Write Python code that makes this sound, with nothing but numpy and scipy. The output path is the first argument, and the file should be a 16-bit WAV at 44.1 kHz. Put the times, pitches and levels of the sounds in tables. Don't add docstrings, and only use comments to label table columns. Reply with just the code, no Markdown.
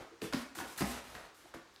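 import sys
import numpy as np
from scipy import signal
from scipy.fft import rfft, irfft, next_fast_len
from scipy.io import wavfile

SR = 44100
rng = np.random.default_rng(int(sys.argv[2]) if len(sys.argv) > 2 else 0)


def to_wav(s):
    ch = np.atleast_2d(s).T
    pcm = np.round(np.clip(ch, -1, 1) * 32767)
    wavfile.write(sys.argv[1], SR, pcm.astype(np.int16))


def level_to_linear(level):
    exponent = np.asarray(level, float) / 20
    return 10 ** exponent


N = 79380

# frequency in Hz, relative level in dB, T60 in seconds.
BOX_MODES = [(114, 0.5, 0.11), (156.4, -6.5, 0.17), (197, 1, .11), (237, -1, .14), (268, 0, .1),
             (335, -1, .09), (385, -6, .07), (438, -3, .08), (539, -18.5, 0.16), (731, -2.5, 0.028),
             (832, -8, 0.037), (947, -3.5, 0.02), (1065, -5, 0.029), (1200, -8, 0.018), (1400, -2, 0.029),
             (1643, -0.5, 0.022), (1866, -3.5, 0.041), (2120, -5, 0.043), (2450, -25, 0.01),
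             (2920, -14, 0.014)]
# start in seconds, drive in dB, frequency of the modes driven most in Hz,
# spread around it in octaves, time constant in seconds for the pad to sink in.
BLOWS = [(-.03, -37, 556, 0.79, 0.0067), (0.114, -35, 387, 0.24, 0.023), (0.2192, -29, 438, 0.19, 0.002),
         (0.2296, -32.5, 340, 0.22, 0.0012), (0.224, -34.5, 165, 0.47, 0.0046),
         (.3365, -31.5, 268, 0.14, 0.00097), (.3435, -30.5, 252, 0.31, 0.00093),
         (.41, -36.5, 273, 0.1, 0.018), (0.338, -58, 850, 0.33, 0.0062), (.338, -35, 131, 0.22, 0.0051),
         (0.553, -43, 1300, 0.71, 0.0011), (.571, -37, 323, 0.14, 0.0038),
         (0.5873, -38, 1250, 0.42, 0.00022), (.598, -32.5, 1040, 0.32, 0.0015),
         (.611, -41.5, 920, 0.54, 0.0003), (0.61, -34.5, 316, 0.3, 0.0061),
         (.635, -42.5, 800, 0.91, 0.0019), (0.786, -28, 1400, 0.3, 0.0048), (.8155, -32.5, 260, 0.5, 0.001),
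         (.8215, -29, 200, 0.28, 0.001), (.818, -29, 720, 0.17, .002), (0.808, -35, 325, 0.56, 0.0021),
         (.845, -35.5, 254, 0.65, 0.006), (0.889, -32.5, 240, 0.1, 0.011), (0.924, -57, 910, 1, 0.0038),
         (1.15, -43, 1180, 0.88, 0.00056), (1.16, -41.5, 830, 0.27, 0.001),
         (1.161, -50.5, 168, 0.49, 0.0023), (1.457, -41.5, 716, 0.081, 0.0013),
         (1.44, -45.5, 314, 0.17, 0.012), (1.543, -35.5, 553, 0.27, 0.0011),
         (1.5523, -52, 1520, 0.23, 0.0002), (1.544, -39.5, 337, 0.37, 0.0039),
         (1.545, -46.5, 146, 0.36, 0.0042)]
# time in seconds, level of the ring in dB, frequency in Hz.
TAPS = [(.2186, -31, 4700), (.3355, -20.5, 4800), (.5880, -33, 3500), (.5885, -30.5, 1150),
        (.7955, -33, 4300), (.8075, -28, 1900), (1.1515, -35, 4000), (1.2545, -45, 4300),
        (1.5398, -36, 1500), (1.5420, -37, 1000), (.2185, -34, 2600), (.3265, -31, 1500),
        (.3340, -29, 1100), (.3372, -29, 1800), (.3420, -32, 800), (.5900, -35, 1750), (.6030, -35, 1050),
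        (.6125, -33, 1750), (.8125, -29, 1750), (.8465, -34, 2100), (1.1565, -41, 1250),
        (1.1630, -38, 2050), (1.1970, -41, 1200), (1.2120, -41, 1400), (1.5405, -47, 3800),
        (1.7620, -42, 3700), (1.7621, -43, 5200)]
# start in seconds, attack in seconds, hold in seconds,
# rms level in dB before the envelope, extra tilt in dB per octave.
SCUFFS = [(-.05, 0.008, 0.069, -50.5, -4), (0.2135, 0.0045, 0.039, -47, -0.5),
          (0.325, 0.00047, 0.015, -41, -2.5), (0.333, 0.0025, 0.085, -51, -0.5),
          (0.5498, 0.00096, 0.054, -50.5, 2), (0.581, 0.0037, 0.066, -53.5, -1.5),
          (0.65, 0.029, 0.056, -54, 0.9), (0.756, .012, .002, -54, 0), (0.776, 0.00091, 0.028, -43, 3),
          (0.803, 0.0086, 0.0094, -35, -4), (0.849, 0.0062, 0.061, -47.5, 1.15),
          (0.901, 0.025, 0.062, -49, -1.5), (1.033, 0.0071, 0.12, -55.5, -1),
          (1.146, 0.0057, 0.033, -58, -2), (1.183, 0.015, 0.067, -57.5, -2.5),
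          (1.34, 0.0066, 0.045, -67.5, 4), (1.386, 0.012, 0.097, -66, 0), (1.541, 0.001, 0.0072, -49.5, -2),
          (1.739, 0.0028, 0.012, -75.5, 12)]
# frequency in Hz, relative density in dB per Hz.
SCUFF_TONE = [(90, -6), (200, -8), (300, -8), (791, -6), (935, -7), (2350, -9.5), (3070, -12),
              (11300, -17.5), (15300, -24.5), (16300, -52)]
# start in seconds, drive in dB, rise time constant in seconds.
LANDINGS = [(.11, -74, 0.018), (0.239, -46, 0.042), (0.337, -50, 0.016), (0.604, -51.5, 0.0081),
            (0.683, -66, 0.018), (0.819, -30, 0.035), (1.083, -50, 0.0029), (1.58, -71, 0.036)]
# frequency in Hz, relative level in dB, T60 in seconds.
BOARD_MODES = [(61.9, -5.5, 0.41), (47.4, -18, 0.29), (84, -16, 0.15)]
# frequency in Hz, T60 in seconds.
ROOM_T60 = [(150, .35), (350, .4), (700, .5), (1500, .5), (4000, .42), (9000, .36), (15000, .26)]
# frequency in Hz, relative density in dB per Hz.
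HUSH_TONE = [(21, -28), (35, 4), (217, -1.5), (345, 5), (608, -3), (1310, 3.5), (2630, -5.5), (4510, -6),
             (6640, -10), (11700, -23.5), (15100, -24), (16300, -28)]

DETUNE = 0.032
BOX_BASS_CUT_HZ = 96
RATTLE_ABOVE_HZ = 600
RATTLE_SIZE, RATTLE_S = 0.45, 0.02
TAP_CYCLES, TAP_SNAP_DB = 12, -12
SCUFF_GRIT_DB, SCUFF_RELEASE_S = 2.4, 0.011
ROOM_DB, ROOM_GAP_S, ROOM_BASS_CUT_HZ = -3.5, 0.007, 270
ROOM_REDRAW_S = 0.12
HUSH_DB = -63
MIC_BASS_CUT_HZ = 38.5

LEAD = SR // 10
SIZE = next_fast_len(N + LEAD + SR)
T = (np.arange(SIZE) - LEAD) / SR
HZ = np.maximum(np.fft.rfftfreq(SIZE, 1 / SR), 1)


def unit(x):
    return x / np.sqrt(np.mean(x ** 2))


def curve(table):
    hz, value = np.array(table).T
    return np.interp(np.log(HZ), np.log(hz), value)


def ring(x, hz, t60):
    pole = np.exp(2j * np.pi * hz / SR - np.log(1000) / (t60 * SR))
    return signal.lfilter([1], [1, -pole], x).imag


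def impulse(s):
    return np.maximum(1 - np.abs(T - s) * SR, 0)


def high_pass(x, order, hz):
    return signal.sosfilt(signal.butter(order, hz, "high", fs=SR, output="sos"), x)


def blows():
    out = np.zeros(SIZE)
    t = np.arange(SR // 2) / SR
    hz, mode_db, t60 = np.array(BOX_MODES).T[:, :, None]
    light = hz[:, 0] > RATTLE_ABOVE_HZ
    sides = np.where(light, (-1.) ** np.arange(len(BOX_MODES)), 1)[:, None]
    chance = rng.random((len(BLOWS), 3, len(BOX_MODES), 1))
    for (s, db, centre_hz, spread, sink), (tune, when, size) in zip(BLOWS, chance):
        decay = level_to_linear(db + mode_db - 60 * t / t60)
        share = np.exp(-.5 * (np.log2(hz / centre_hz) / spread) ** 2)
        shifted_hz = hz * (1 + DETUNE * (2 * tune - 1))
        soft_start = 1 - np.exp(-t / sink)
        rings = decay * share * sides * np.sin(2 * np.pi * shifted_hz * t) * soft_start
        rebounds = np.zeros(len(t))
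        rebound_at = (when[:5, 0] * RATTLE_S * SR).astype(int)
        rebounds[rebound_at] = RATTLE_SIZE * (2 * size[:5, 0] - 1)
        rattle = signal.fftconvolve(rings[light].sum(axis=0), rebounds)[:len(t)]
        start = LEAD + int(s * SR)
        out[start:start + len(t)] += rings.sum(axis=0) + rattle
    return high_pass(out, 4, BOX_BASS_CUT_HZ)


def taps():
    out = np.zeros(SIZE)
    for s, db, hz in TAPS:
        tap = impulse(s)
        snap = level_to_linear(TAP_SNAP_DB) * np.gradient(tap)
        out += level_to_linear(db) * (ring(tap, hz, TAP_CYCLES / hz) + snap)
    return out


def scuffs():
    boost = level_to_linear(SCUFF_GRIT_DB * rng.exponential(size=SIZE))
    grit = rfft(rng.standard_normal(SIZE) * boost)
    out = np.zeros(SIZE)
    for s, attack, hold, db, tilt_db in SCUFFS:
        swell = np.clip((T - s) / attack, 0, 1)
        release = np.exp(-np.maximum(T - s - attack - hold, 0) / SCUFF_RELEASE_S)
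        tone_db = curve(SCUFF_TONE) + tilt_db * np.log2(np.maximum(HZ, 500) / 4000)
        out += level_to_linear(db) * swell * release * unit(irfft(grit * level_to_linear(tone_db), SIZE))
    return out


def booms():
    out = np.zeros(SIZE)
    for s, db, rise in LANDINGS:
        strike = impulse(s)
        swing = sum(level_to_linear(mode_db) * ring(strike, hz, t60) for hz, mode_db, t60 in BOARD_MODES)
        out += level_to_linear(db) * swing * (1 - np.exp(-np.maximum(T - s, 0) / rise))
    return out


def room(x):
    size = SR
    t = np.arange(size) / SR
    hz = np.maximum(np.fft.rfftfreq(size, 1 / SR), 1)
    centres = 100 * 2 ** np.arange(0, 7.6, .5)
    t60 = np.interp(centres, HZ, curve(ROOM_T60))[:, None]
    fades = level_to_linear(-60 * t / t60) * np.clip(t / ROOM_GAP_S - 1, 0, 1)
    bands = np.maximum(1 - 2 * np.abs(np.log2(hz / centres[:, None])), 0)
    bands = bands / np.sqrt(1 + (ROOM_BASS_CUT_HZ / hz) ** 4)
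    step = int(ROOM_REDRAW_S * SR)
    out = np.zeros(SIZE + size)
    for start in range(0, LEAD + N, step):
        noise = rfft(rng.standard_normal(size))
        tail = np.sum(irfft(noise * bands, size) * fades, axis=0)
        tail = tail / np.sqrt(np.sum(tail ** 2))
        echo = signal.fftconvolve(x[start:start + step], tail)
        out[start:start + len(echo)] += echo
    return level_to_linear(ROOM_DB) * out[:SIZE]


def hush():
    noise = rfft(rng.standard_normal(SIZE))
    return level_to_linear(HUSH_DB) * unit(irfft(noise * level_to_linear(curve(HUSH_TONE)), SIZE))


def scene():
    dog = blows() + taps() + scuffs()
    mix = dog + room(dog) + booms() + hush()
    return mix[None, LEAD:LEAD + N]


def top_cut(x):
    return signal.sosfilt(signal.butter(12, 16480, fs=SR, output="sos"), x)


def record(dry):
    finished = high_pass(dry, 3, MIC_BASS_CUT_HZ)
    return top_cut(finished)


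dry = scene()
out = record(dry)
to_wav(out)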